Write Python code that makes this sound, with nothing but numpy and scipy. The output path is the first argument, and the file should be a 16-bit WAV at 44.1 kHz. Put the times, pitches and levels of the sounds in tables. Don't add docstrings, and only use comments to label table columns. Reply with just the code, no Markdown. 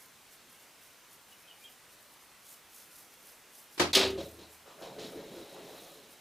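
import sys
import numpy as np
from scipy import signal
from scipy.io import wavfile
from scipy.ndimage import uniform_filter1d

SR = 44100
rng = np.random.default_rng(int(sys.argv[2]) if len(sys.argv) > 2 else 0)


def master(y):
    cut = np.clip(np.atleast_2d(y).T, -1, 1)
    pcm = np.round(cut * 32767)
    wavfile.write(sys.argv[1], SR, pcm.astype(np.int16))


N = 273506

# frequency in Hz, likeness from 0 to 1.
AHEAD_LIKENESS = [(100, 1), (15000, 1)]


def gain_of(db):
    return 10 ** (np.asarray(db) / 20)


def evened(x):
    return x / np.sqrt(np.mean(x ** 2) + 1e-20)


def read(points, hz):
    f, value = np.transpose(points)
    return np.interp(np.log(hz + 1), np.log(f + 1), value)


def noise(count, colour, likeness, size=512, tilt_db=0., decay=None, patchy_db=0., balance=None):
    hop = size // 4
    frames = count // hop + 5
    hz = np.fft.rfftfreq(size, 1 / SR)
    a, b, c, d, patches = rng.standard_normal((frames, len(hz), 5)).T
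    patches = uniform_filter1d(patches, size=8, axis=0)
    patches = evened(uniform_filter1d(patches, size=8, axis=1))

    alike = np.clip(read(likeness, hz), -1, 1)[:, None]
    left = a + 1j * b
    right = alike * left + np.sqrt(1 - alike ** 2) * (c + 1j * d)
    spectra = np.array([left, right])

    octaves = np.log2((hz + 100) / 2000)
    shape = evened(gain_of(read(colour, hz) + tilt_db * octaves))
    spectra *= shape[:, None] * gain_of(patchy_db * patches) / np.sqrt(size / 2)
    if balance:
        spectra[1] /= gain_of(read(balance, hz))[:, None]
    if decay:
        frame_s = np.arange(frames) * hop / SR
        spectra *= gain_of(-60 * frame_s / read(decay, hz)[:, None])
    return signal.istft(spectra, nperseg=size, noverlap=size - hop)[1][:, :count]


def ring(modes, t, rise_s):
    tones = 0
    for hz, db, t60 in modes:
        tones = tones + gain_of(db - 60 * t / t60) * np.sin(2 * np.pi * (hz * t + rng.random()))
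    return tones * (1 - np.exp(-t / rise_s))


def add(mix, s, sound):
    part = mix[:, round(s * SR):][:, :sound.shape[-1]]
    part += sound[..., :part.shape[1]]


def flutter(spread_db, count):
    wander = evened(uniform_filter1d(rng.standard_normal(N), size=count))
    return evened(gain_of(spread_db * wander))


def swishes():
    # middle in seconds, length in seconds, peak level in dB, added
    humps = [(.03, .07, -58.5), (.335, .05, -58.5), (.53, .07, -62), (0.622, .06, -64), (.845, .08, -62),
             (1.13, .06, -59.5), (1.32, .06, -65), (1.412, .05, -63), (1.627, .07, -61), (1.715, .045, -61),
             (1.93, .045, -61.5), (2.02, 0.046, -65), (2.13, .04, -64), (2.227, .045, -64),
             (2.509, .12, -54.5), (2.795, .14, -55.5), (2.984, 0.14, -56), (3.133, 0.041, -63),
             (3.285, .16, -58), (3.59, 0.12, -56), (3.745, .05, -58), (4.28, 0.15, -59),
             (4.54, 0.074, -60.5), (4.83, 0.064, -63), (5.084, .18, -62), (5.38, 0.16, -63.5),
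             (5.52, .06, -63), (5.81, 0.33, -60), (6.124, 0.047, -60)]
    bed_db, flatness = -78, 2.7
    t = np.arange(N) / SR
    gain = gain_of(bed_db)
    for s, length, db in humps:
        from_middle = abs(2 * (t - s) / length)
        gain = gain + gain_of(db - 6.7 * from_middle ** flatness)
    return gain


def background():
    # frequency in Hz, relative level in dB per Hz.
    hiss_colour = [(15, -40), (25, -8.5), (209, -1.5), (919, -0.5), (2700, -2.5), (4750, -6.5),
                   (6550, -6.5), (7100, -8.5), (7700, -7.5), (14300, -9.5), (15500, -14.5)]
    rustle_colour = [(2500, -13), (5000, -3), (7000, -2), (8800, -2), (9350, -5.5), (9570, 7.5), (9800, -2),
                     (11700, 1.5), (15500, -5)]
    # frequency in Hz, likeness from 0 to 1.
    hiss_likeness = [(60, 0.9), (180, 0.86), (550, 0.95), (1650, 0.95), (4970, 0.81), (15000, 0.24)]
    # frequency in Hz, left minus right in dB.
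    lean = [(60, 1), (240, 0.0), (950, 0.0), (3770, 0.0), (15000, -1.5)]
    hiss_db = -58
    hiss = evened(noise(N, hiss_colour, hiss_likeness, size=2048, patchy_db=1.2, balance=lean))
    rustle = evened(noise(N, rustle_colour, AHEAD_LIKENESS, patchy_db=2.0, balance=lean))
    return gain_of(hiss_db) * hiss + swishes() * flutter(1.9, count=300) * rustle


def bird():
    # start in seconds, length in seconds, first pitch in Hz, last pitch in Hz,
    # level in dB before flutter and echoes.
    notes = [(1.314, 0.022, 3020, 2880, -59.5), (1.427, 0.058, 2480, 2600, -66),
             (1.471, 0.028, 3000, 3280, -59), (1.49, .055, 2960, 2970, -57.5),
             (1.612, .04, 2406, 2446, -61.5), (1.635, 0.044, 3210, 3200, -53),
             (1.668, 0.044, 2960, 2940, -61)]
    out = np.zeros((1, N))
    for s, length, first_hz, last_hz, db in notes:
        count = round(length * SR)
        wander = evened(uniform_filter1d(rng.standard_normal(SR // 10), size=90))[:count]
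        pitch_hz = np.linspace(first_hz, last_hz, count) * (1 + 0.015 * wander)
        tone = np.sin(2 * np.pi * np.cumsum(pitch_hz) / SR)
        add(out, s, np.sqrt(2) * gain_of(db) * tone * signal.windows.tukey(count, .6))
    out = out * flutter(2.6, count=120)

    echo_t60_s, echo_db = .25, -4.5
    echoes = rng.standard_normal(8000) * gain_of(-60 * np.arange(8000) / SR / echo_t60_s)
    echoes /= np.linalg.norm(echoes)
    return out + gain_of(echo_db) * signal.oaconvolve(out[0], echoes)[:N]


def blow(db, tilt_db, colour, likeness, decay, rise_s, front_db, front_s):
    t = np.arange(SR // 2) / SR
    burst = noise(len(t), colour, likeness, size=256, tilt_db=tilt_db, decay=decay, patchy_db=1.4)
    front = gain_of(db + front_db * np.exp(-t / front_s))
    return front * (1 - np.exp(-t / rise_s)) * burst


def bow():
    # start in
    # seconds, level in dB beneath the front's boost, treble tilt in dB per octave.
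    slaps = [(3.777, -39, 2.5), (3.796, -19, 0.5), (3.810, -27.5, 0.7), (3.836, -34, -2.5)]
    # frequency in Hz, relative level in dB per Hz.
    slap_colour = [(24, -39), (40, -12), (183, -20), (359, 1), (740, -4), (881, -3), (1050, -4.5),
                   (1640, -6.5), (4240, -9.5), (13000, -28.5), (15500, -43)]
    # frequency in Hz, t60 in seconds.
    slap_decay = [(100, 0.47), (400, 0.26), (2000, 0.24), (5000, 0.26), (12000, 0.18)]
    # frequency in Hz, likeness from 0 to 1.
    slap_likeness = [(60, 0.99), (180, 0.99), (550, 0.8), (1650, 0.11), (4970, 0.079), (15000, 0.16)]
    # frequency in Hz, level in dB, t60 in seconds.
    limbs = [(85.5, -40.5, 0.93), (158, -49, 0.98), (250, -35.5, .3), (296, -31.5, 0.46),
             (352.4, -24.5, 0.2), (499, -26, 0.14), (690, -42, 0.2), (894, -39, 0.17), (1262, -36, 0.31)]
    out = np.zeros((2, N))
    for s, db, tilt_db in slaps:
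        slap = blow(db, tilt_db, slap_colour, slap_likeness, slap_decay,
                    rise_s=0.0018, front_db=2.5, front_s=0.0078)
        add(out, s, slap)
    hardest_s = slaps[1][0]
    add(out, hardest_s, ring(limbs, np.arange(SR) / SR, rise_s=0.00067))
    return out


def arrow():
    # start in
    # seconds, level in dB beneath the front's boost, treble tilt in dB per octave.
    cracks = [(3.93, -23, 0.5), (3.949, -14.5, 1.5), (3.972, -24, -4), (3.990, -24, -0.2),
              (4.010, -23.5, -4), (4.030, -27.5, -3.5), (4.050, -32, -2.5), (4.073, -43, 4),
              (4.101, -44.5, 3.5)]
    # frequency in Hz, relative level in dB per Hz.
    crack_colour = [(60, -42), (200, -34), (400, -6), (700, -8), (1300, -13), (2400, -6.5), (4000, 2),
                    (5500, -6.5), (9000, -15.5), (15500, -22)]
    # frequency in Hz, t60 in seconds.
    crack_decay = [(150, 0.48), (500, 0.23), (2000, 0.28), (4000, 0.22), (12000, 0.13)]
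    # frequency in Hz, likeness from 0 to 1.
    crack_likeness = [(60, 1.0), (180, 1.0), (550, 1.0), (1650, 1.0), (4970, 1.0), (15000, 1.0)]
    # frequency in Hz, level in dB
    # (the chest's before flutter), t60 in seconds.
    chest = [(210.4, -40, 1), (269, -30, 0.58), (310, -32.5, 0.43), (385.5, -21.5, 0.8), (517, -28, 0.42),
             (633, -29, 0.3), (1250, -32, 0.4)]
    hum = [(78, -43.5, 1.28), (106, -45.5, 1.05)]
    hum_s = 4.015
    chest_damped_s = 4.2
    out = np.zeros((2, N))
    t = np.arange(SR) / SR
    for s, db, tilt_db in cracks:
        crack = blow(db, tilt_db, crack_colour, crack_likeness, crack_decay,
                     rise_s=0.0013, front_db=1.5, front_s=0.0094)
        add(out, s, crack)
    hardest_s = cracks[1][0]
    damping = 1 / (1 + np.exp((hardest_s + t - chest_damped_s) / 0.011))
    add(out, hardest_s, ring(chest, t, rise_s=0.0055) * damping * flutter(4.15, count=600)[:SR])
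    add(out, hum_s, ring(hum, t, rise_s=0.009))
    return out


def knocks(count, modes, per_s, spread_db):
    sizes = gain_of(spread_db * np.minimum(rng.exponential(1, count), 3))
    sizes = sizes * (rng.random(count) < per_s / SR)
    struck = rng.integers(0, len(modes), count)
    t = np.arange(SR // 4) / SR
    rings = []
    for k, mode in enumerate(modes):
        rings.append(signal.oaconvolve(sizes * (struck == k), ring([mode], t, rise_s=0.00029)))
    return np.array(rings)[:, :count] / np.std(sum(rings))


def strides(t, column, lag_s, fall_db_s):
    # time in seconds, thud of
    # hooves in dB, spray of grit in dB.
    steady = np.array([(4.3, -56.5, -74), (4.6, -70, -72), (4.73, -64, -76), (4.79, -54.5, -67),
                       (4.9, -48.5, -63), (5.1, -47.5, -61), (5.2, -44.5, -57), (5.27, -50, -58),
                       (5.38, -46, -56), (5.5, -53.5, -58), (5.6, -49, -58), (5.75, -51, -56.5),
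                       (6.0, -58.5, -61), (6.2, -67, -67)])
    # start in seconds, hold in seconds, thud in
    # dB, grit in dB.
    landings = [(4.167, 0.029, -38.5, -47.5), (4.378, 0.034, -54, -56.5), (4.654, 0.051, -54.5, -64),
                (4.81, 0.033, -48, -51.5), (4.975, 0.067, -47, -47.5)]
    rise_s = 0.01
    power = gain_of(np.interp(t, steady[:, 0], steady[:, column], left=-120)) ** 2
    for row in landings:
        since = t - row[0] - lag_s
        rise = np.clip(since / rise_s, 0, 1)
        fall_db = fall_db_s * np.maximum(since - rise_s - row[1], 0)
        power = power + (rise * gain_of(row[column + 1] - fall_db)) ** 2
    return np.sqrt(power)


def gallop():
    # time in seconds, centre of its ring in Hz, share of light
    soil = [(4.15, 476, 0.0), (4.3, 507, 0.01), (4.4, 310, 0.01), (4.68, 617, .75), (4.85, 520, 0.27),
            (5.0, 497, 0.04), (5.17, 354, 0.06), (5.38, 380, 0.06), (5.55, 480, 0.28), (6.2, 440, 0.15)]
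    # frequency in Hz, relative level in dB, t60 in
    # seconds.
    hollow = [(184, -1.5, 0.11), (269, -3, 0.085), (340.3, 0, 0.093), (429.4, -2, 0.1),
              (554.6, -1.5, 0.097), (652, -3.5, 0.075)]
    pebble = [(3270, -10, 0.0082), (3877, -1.5, 0.035), (4190, -3, 0.022), (4640, -5, 0.0076),
              (5400, -3, 0.011), (6830, -4, 0.0096)]
    # frequency in Hz, relative level in dB per Hz.
    thud_colour = [(30, -38), (60, -20), (115, -17.5), (165, -3), (264, -6.5), (436, 0), (900, -18.5),
                   (2500, -26.5), (4000, -60)]
    scuff_colour = [(200, -31), (400, -2), (600, 6.5), (800, 6), (1100, -0.5), (2000, -8.5), (3500, -37)]
    grit_colour = [(1200, -13), (2500, -5), (3400, -1.5), (3950, -2.5), (4500, -6.5), (6000, -10),
                   (9000, -19.5), (14000, -30)]
    # frequency in Hz, likeness from 0 to 1.
    scuff_likeness = [(200, 0.74), (700, 0.88), (2500, 0.77)]

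    s, centre_hz, share = np.transpose(soil)
    t = np.arange(round(s[0] * SR), N) / SR
    count = len(t)
    light = np.clip(np.interp(t, s, share), 0, 1)

    octaves_off = np.log2(np.array(hollow)[:, :1] / np.interp(t, s, centre_hz))
    favour = gain_of(-12 * octaves_off ** 2)
    favour /= np.sqrt((favour ** 2).mean(axis=0))
    hooves = (favour * knocks(count, hollow, per_s=400, spread_db=1.5)).sum(axis=0)
    rumble = evened(noise(count, thud_colour, AHEAD_LIKENESS, size=1024, patchy_db=1.0))
    thud = gain_of(-5.0) * rumble + gain_of(-2.5) * hooves

    scuff = evened(noise(count, scuff_colour, scuff_likeness, size=1024, patchy_db=3.5))
    scuff = scuff * flutter(1.7, count=200)[:count]
    ground = np.sqrt(1 - light) * thud + np.sqrt(light) * scuff

    spray = evened(noise(count, grit_colour, AHEAD_LIKENESS, patchy_db=0.0))
    pebbles = knocks(count, pebble, per_s=1100, spread_db=3.0).sum(axis=0)
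    grit = gain_of(-2.5) * spray + gain_of(-6) * pebbles

    out = np.zeros((2, N))
    out[:, -count:] = (strides(t, column=1, lag_s=0, fall_db_s=162) * ground
                       + strides(t, column=2, lag_s=0.0059, fall_db_s=182) * grit)
    return out


def scene():
    return background() + bird() + bow() + arrow() + gallop()


def record(dry):
    # middle in seconds, half width in seconds, depth in dB.
    s, width, db = (3.9265, 0.0048, -10)
    edge_hz = 15550
    dipped = dry * gain_of(db * np.exp(-((np.arange(N) / SR - s) / width) ** 2))
    low_pass = signal.firwin(511, edge_hz, window=("kaiser", 9), fs=SR)
    return signal.oaconvolve(dipped, low_pass[None], "same")


dry = scene()
out = record(dry)
master(out)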